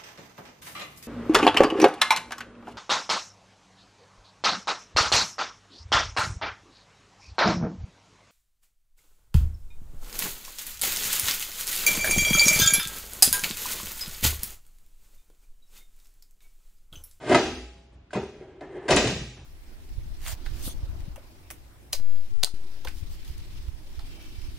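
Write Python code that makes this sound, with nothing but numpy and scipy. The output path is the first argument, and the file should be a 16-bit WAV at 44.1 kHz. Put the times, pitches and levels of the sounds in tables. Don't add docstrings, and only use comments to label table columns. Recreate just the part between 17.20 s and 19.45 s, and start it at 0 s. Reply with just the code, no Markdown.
import sys
import numpy as np
from scipy import signal
from scipy.fft import rfft, irfft
from scipy.io import wavfile
from scipy.ndimage import uniform_filter1d

SR = 44100
rng = np.random.default_rng(int(sys.argv[2]) if len(sys.argv) > 2 else 0)


def ratio_of_db(decibels):
    return 10 ** (np.asarray(decibels, float) / 20)


def wav_record(signal):
    frames = np.transpose(np.atleast_2d(signal))
    bounded = np.clip(frames, -1, 1)
    quanta = np.round(bounded * 32767).astype(np.int16)
    wavfile.write(sys.argv[1], SR, quanta)


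N = 99225
T = np.arange(N) / SR

# (frequency [Hz], level [dB per Hz])
THUD_COLOUR = [(47, -50.5), (80, -23), (270, -14), (345, -20), (385, -16.5), (510, -21), (694, -22),
               (2040, -28.5), (4000, -41.5), (5200, -68.5), (8800, -120)]


def unit(x):
    return x / np.sqrt(np.sum(x ** 2))


def logf(hz, table):
    a = np.array(table, float)
    return np.interp(np.log(np.maximum(hz, 1)), np.log(a[:, 0]), a[:, 1], left=a[0, 1], right=a[-1, 1])


def noise(colour):
    hz = np.fft.rfftfreq(N, 1 / SR)
    inside = (hz > colour[0][0] / 2) & (hz < colour[-1][0])
    spectrum = rfft(rng.standard_normal(N)) * ratio_of_db(logf(hz, colour)) * inside
    return unit(irfft(spectrum, N)) * np.sqrt(N)


def decay(t60):
    return np.exp(-np.log(1000) * T / t60)


def struck(s, t60, rise):
    late = np.maximum(T - s, 0)
    return (1 - np.exp(-late / rise)) * np.exp(-np.log(1000) * late / t60)


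def curve(table):
    a = np.array(table, float)
    return ratio_of_db(np.interp(T, a[:, 0], a[:, 1], left=-120, right=-120))


def ring(modes):
    total = 0
    for hz, db, t60 in modes:
        phase = 2 * np.pi * rng.random()
        total = total + ratio_of_db(db) * np.sin(2 * np.pi * hz * T + phase) * decay(t60)
    return unit(total)


def conv(x, h):
    return signal.fftconvolve(x, h)[:N]


def band(x, hz, q):
    return unit(signal.lfilter(*signal.iirpeak(hz, q, fs=SR), x)) * np.sqrt(N)


def grains(rate, spread_db):
    u = rng.random((3, N))
    size = ratio_of_db(-spread_db * np.log(1 - u[1]))
    return unit((u[0] < rate / SR) * size * np.sign(u[2] - .5)) * np.sqrt(N)


def floor():
    # (frequency [Hz], level [dB per Hz])
    middle_colour = [(15, -45), (25, -23.5), (59, -12), (183, -21.5), (340, -21.5), (600, -37.5),
                     (665, -33), (3380, -44), (12000, -70.5), (15600, -95.5), (22000, -120)]
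    # (frequency [Hz], level [dB per Hz])
    wide_colour = [(15, -39.5), (25, -23), (65, -16), (419, -13.5), (453, -3), (1410, -16.5), (1780, -54),
                   (2140, -15), (12100, -45), (15700, -76), (22000, -120)]
    return ratio_of_db(-59) * noise(middle_colour), ratio_of_db(-65.5) * noise(wide_colour)


def tail(colour):
    # (frequency [Hz], t60 [s])
    shop_t60 = [(100, 0.51), (400, 0.6), (1000, 0.45), (2500, 0.73), (6000, 0.7), (11000, 0.75)]
    spectrum, hz = rfft(noise(colour)), np.fft.rfftfreq(N, 1 / SR)
    half_octave = np.round(2 * np.log2(np.maximum(hz, 20) / 20))
    out = 0
    for b in range(20):
        t60 = logf(20 * 2 ** (b / 2), shop_t60)
        out = out + irfft(spectrum * (half_octave == b), N) * decay(t60)
    return unit(out * (1 - np.exp(-T / 0.004)))


def wide_shop():
    # (frequency [Hz], level [dB per Hz])
    wide_colour = [(59, -44.5), (100, -34.5), (633, -4), (715, 2.5), (1390, -28), (1950, -26.5),
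                   (2480, 6.5), (6500, -5.5), (9000, -7.5), (10500, -8.5), (12100, -13), (15700, -82),
                   (22000, -120)]
    return tail(wide_colour) + ratio_of_db(-2) * unit(noise(wide_colour) * decay(0.09))


def stand():
    # (time [s], level [dB])
    jolts = [(0.102, -62), (0.158, -41), (0.259, -38), (0.552, -47), (.72, -48), (0.991, -42), (1.17, -46),
             (1.299, -51), (1.419, -51), (1.699, -28.5), (1.77, -45), (1.861, -33), (1.928, -36.5),
             (2.0, -41), (2.16, -37)]
    # (frequency [Hz], level [dB], t60 [s])
    stand_modes = [(30, -25, 0.23), (51.5, -10.5, 0.53), (56.9, -9, 1), (64.5, 1, 0.16), (78, 1, 0.2),
                   (122.7, -4, 0.29)]
    sway = sum(ratio_of_db(db + 3) * struck(s, 0.34, 0.013) for s, db in jolts)
    return conv(rng.standard_normal(N) * sway, ring(stand_modes))


def slide():
    # (time [s], friction [dB])
    friction = [
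        (1.08, -74),
        (1.15, -45.5),
        (1.19, -48.5),
        (1.3, -48.5),
        (1.39, -55),
        (1.41, -52),
        (1.57, -37.5),
        (1.6, -45.5),
        (1.67, -36.5),
    ]
    # (time [s], rasp [dB])
    rasp_curve = [
        (1.42, -44),
        (1.48, -51.5),
        (1.675, -44),
    ]
    # (frequency [Hz], level [dB per Hz])
    rasp_colour = [(410, -2), (700, 2.5), (1340, -11.5), (1450, -13.5), (1770, -0.5), (4740, -40.5),
                   (9000, -29), (11700, -76), (19800, -120)]
    # (frequency [Hz], level [dB], t60 [s])
    lever_modes = [(358, -1, .08), (385, 0, .1), (415, -2, .06), (490, -4, .05), (615, -6, .05),
                   (818, -13, .1)]
    judder_s, judder_db = 0.04, 2.5
    stick_slip_hz, wander_hz = 376, 9

    k = int(SR * judder_s)
    steps = np.repeat(rng.standard_normal(N // k + 1), k)[:N]
    judder = ratio_of_db(judder_db * uniform_filter1d(steps, k // 2))
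    drag = curve(friction) * judder
    rub = drag * grains(670, spread_db=-1.0)
    rasp = conv(curve(rasp_curve) * grains(1800, spread_db=-1.0), unit(noise(rasp_colour) * decay(0.098)))
    hz = stick_slip_hz + wander_hz * np.log(judder) * 3
    lock = ratio_of_db(-3) * drag * np.sin(2 * np.pi * np.cumsum(hz) / SR)
    return rub, lock + ratio_of_db(1.5) * conv(rub, ring(lever_modes)) + ratio_of_db(-3) * rasp


def cover_rings():
    # (frequency [Hz], level [dB], t60 [s])
    cover_modes = [(390, 0, 1.1), (560, -9, 1.1), (673, -12, 1.9), (826, 0, 1.1)]
    # (time [s], level [dB])
    cover_hits = [
        (.15, -5),
        (1.77, -10),
    ]
    cover = ring(cover_modes)
    return sum(ratio_of_db(db) * np.pad(cover, (int(s * SR), 0))[:N] for s, db in cover_hits)


def pings():
    # (time [s], level [dB], frequency [Hz], t60 [s])
    single_rings = [(.062, -26, 402, 0.11), (.095, -15.5, 372.1, 0.31), (.113, -10.5, 356, 0.035),
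                    (.146, -12.5, 2025, 0.051), (.146, -6.5, 932, 0.024), (0.147, -13, 1285, 0.055),
                    (.156, -10, 336, 0.059), (.156, -9, 688, 0.055), (.907, -38, 1550, .025),
                    (.907, -53, 1354, 0.019), (.95, -24.5, 1040, .03), (.955, -21, 198, .13),
                    (1.032, -26, 394, 0.086), (1.72, -20, 287, 0.12), (.1, -22.5, 268, .15),
                    (.955, -37.5, 128.4, 0.3), (.954, -35, 750, 0.019), (0.974, -16.5, 387, 0.052),
                    (1.695, -32, 101, 0.32), (1.72, -21, 185, 0.042), (1.72, -11.5, 660, 0.039),
                    (1.765, -17, 682, 0.028), (0.239, -37, 60.5, 1.7), (0.157, -19, 252, 0.057),
                    (1.257, -44, 630, 0.056), (1.695, -14, 553, 0.1), (1.71, -10.5, 370, 0.12),
                    (1.73, -15, 1920, 0.026), (1.761, -11.5, 198, 0.059), (1.856, -20, 119, 0.2),
                    (1.92, -19.5, 179, 0.073), (1.964, -25, 160, .08), (2.013, -25.5, 163, 0.061),
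                    (2.07, -34.5, 124.9, 0.35)]
    total = 0
    for s, db, hz, t60 in single_rings:
        rise = 0.45 / hz
        total = total + ratio_of_db(db) * struck(s, t60, rise) * np.sin(2 * np.pi * hz * (T - s))
    return total


def cracks():
    # (time [s], level [dB], centre [Hz])
    snaps = [
        (0.149, -13.5, 1460),
        (0.148, -34.5, 6300),
        (.932, -45, 6000),
        (1.408, -40.5, 2270),
        (.952, -29, 1410),
        (1.706, -20, 4830),
        (1.762, -12.5, 6800),
    ]
    grit = grains(14000, spread_db=3.5)
    return sum(ratio_of_db(db) * struck(s, 0.02, 0.0012) * band(band(grit, hz, 1.0), hz, 1.0) for s, db, hz in snaps)


def housing():
    # (frequency [Hz], level [dB], t60 [s])
    panel_modes = [(130.7, -5, 0.091), (196.6, 6.5, 0.11), (278, 9, 0.05), (322, -1.5, 0.067),
                   (387.3, 0, 0.1), (477, 4.5, 0.052), (606.5, 5, 0.086), (661, 4.5, 0.052),
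                   (774, -6.5, 0.4), (979, -2.5, 0.2), (1340, -11, 0.041)]
    body = unit(noise(THUD_COLOUR) * decay(0.11)) + ring(panel_modes)
    return unit(body + ratio_of_db(-2) * tail(THUD_COLOUR))


def steel_parts():
    # (frequency [Hz], level [dB per Hz])
    click_colour = [(410, -2), (700, -7.5), (1130, -10.5), (1360, -6.5), (2850, -7), (3090, -9.5),
                    (6020, -11), (9460, -21.5), (12000, -90), (15600, -116), (22000, -120)]
    # (frequency [Hz], level [dB], t60 [s])
    steel_modes = [(1610, 9, 0.025), (2065, 4.5, 0.028), (2491, -1, 0.21), (4235, -7, 0.15),
                   (4330, -18.5, 0.09), (4680, -19.5, 0.067), (5830, -14.5, 0.11), (8950, -31, 0.073)]
    shop = tail(click_colour)
    tick = unit(noise(click_colour) * decay(0.014))
    return unit(tick + ratio_of_db(-8.5) * ring(steel_modes) + ratio_of_db(-2.5) * shop), shop


def contacts():
    # (time [s], force [dB])
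    shear = [
        (0.0, -41.5),
        (.06, -32),
        (0.122, -15),
        (0.138, -16),
    ]
    # (time [s], thud [dB], click [dB], chatter t60 [s], thud centre [Hz])
    blows = [(0.092, -33, -25, 0.057, 354), (0.108, -6.5, -46.5, 0.068, 417), (.144, -7, -13, 0.078, 520),
             (0.168, -9.5, -29, 0.1, 398), (0.255, -31.5, -33.5, 0.18, 462), (0.905, -48, -51.5, 0.15, 886),
             (0.93, -21, -32.5, 0.093, 1190), (0.951, -19.5, -40, 0.12, 287), (0.96, -18, -43, 0.062, 890),
             (1.029, -38, -74.5, 0.19, 350), (1.408, -31, -55, 0.15, 490), (1.68, -10, -25.5, 0.2, 780),
             (1.703, -11.5, -14, 0.1, 561), (1.719, -17, -27, 0.18, 426), (1.764, -13.5, -12.5, 0.11, 453),
             (1.8, -20.5, -36, 0.1, 509), (1.839, -15.5, -26, 0.11, 300), (1.87, -24, -21, 0.095, 300),
             (1.92, -21, -55.5, 0.041, 171), (2.014, -34, -58.5, 0.026, 163)]
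    thud_rise_s, click_rise_s = 0.00091, 0.0027
    knock_db = 7

    heavy, light = grains(2500, spread_db=1.5), grains(7000, spread_db=0.0)
    cut = curve(shear)
    thud = ratio_of_db(-2) * cut * rng.standard_normal(N)
    click = ratio_of_db(-14) * cut * rng.standard_normal(N)
    for s, thud_db, click_db, t60, hz in blows:
        thud = thud + ratio_of_db(thud_db - 15) * struck(s, t60, thud_rise_s) * band(heavy, hz, 0.54)
        click = click + ratio_of_db(click_db) * struck(s, t60, click_rise_s) * light
        click[int(s * SR) + 20] += ratio_of_db(click_db + knock_db)
    return thud, click


def scene():
    floor_mid, floor_side = floor()
    sway = stand()
    rub, groan = slide()
    ping = pings() + cracks()
    thud, click = contacts()
    steel, shop = steel_parts()

    mid = conv(thud + ratio_of_db(-7) * rub, housing()) + conv(click, steel)
    mid = mid + groan + sway + cover_rings()
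    mid = mid + ping + ratio_of_db(-16.5) * conv(ping, shop) + floor_mid
    body = signal.sosfilt(signal.butter(2, [170, 750], "band", fs=SR, output="sos"), mid)
    mid = signal.sosfilt(signal.butter(6, 10580, fs=SR, output="sos"), mid)

    side = ratio_of_db(-7.5) * conv(click + ratio_of_db(-23) * rub, wide_shop())
    side = side + ratio_of_db(-39) * conv(thud + ratio_of_db(-10.5) * ping, tail(THUD_COLOUR))
    side = side + ratio_of_db(-28) * body + ratio_of_db(-29) * np.roll(sway, 300) + floor_side
    return np.array([mid + side, mid - side])


def mute(x, spared_per_db, column):
    # (frequency [Hz], mid threshold [sigma], side threshold [sigma])
    muting = [(300, -5, -2.5), (1600, -2, 0.9), (2600, -2.5, -1.4), (6430, -2, -1.1), (7700, -0.5, -1),
              (11110, 2.1, -.9), (11390, 18, 1.5)]
    hz, _, z = signal.stft(x, SR, nperseg=1024, noverlap=768)
    which = np.sqrt(hz / 6).astype(int)
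    luck = uniform_filter1d(rng.standard_normal((which[-1] + 1, z.shape[1])), size=9, axis=1) * 3
    treble = np.abs(z[100:]).mean(axis=0)
    level = 10 * np.log10(uniform_filter1d(treble ** 2, size=3) + 1e-14)
    rise = np.maximum(level - np.roll(level, 4), 0)
    threshold = logf(hz, [(row[0], row[column]) for row in muting])[:, None]
    keep = np.clip(3 * (luck[which] + spared_per_db * rise - threshold), 0, 1)
    return signal.istft(z * keep, SR, nperseg=1024, noverlap=768)[1][:N]


def top_cut(x):
    return signal.sosfilt(signal.butter(12, 12250, fs=SR, output="sos"), x)


def record(dry):
    x = signal.sosfilt(signal.ellip(8, .2, 70, 12250, fs=SR, output="sos"), np.tanh(dry))
    mid = mute((x[0] + x[1]) / 2, 1.97, column=1)
    side = mute((x[0] - x[1]) / 2, 0.01, column=2)
    return top_cut(np.array([mid + side, mid - side]))


dry = scene()
out = record(dry)
wav_record(out)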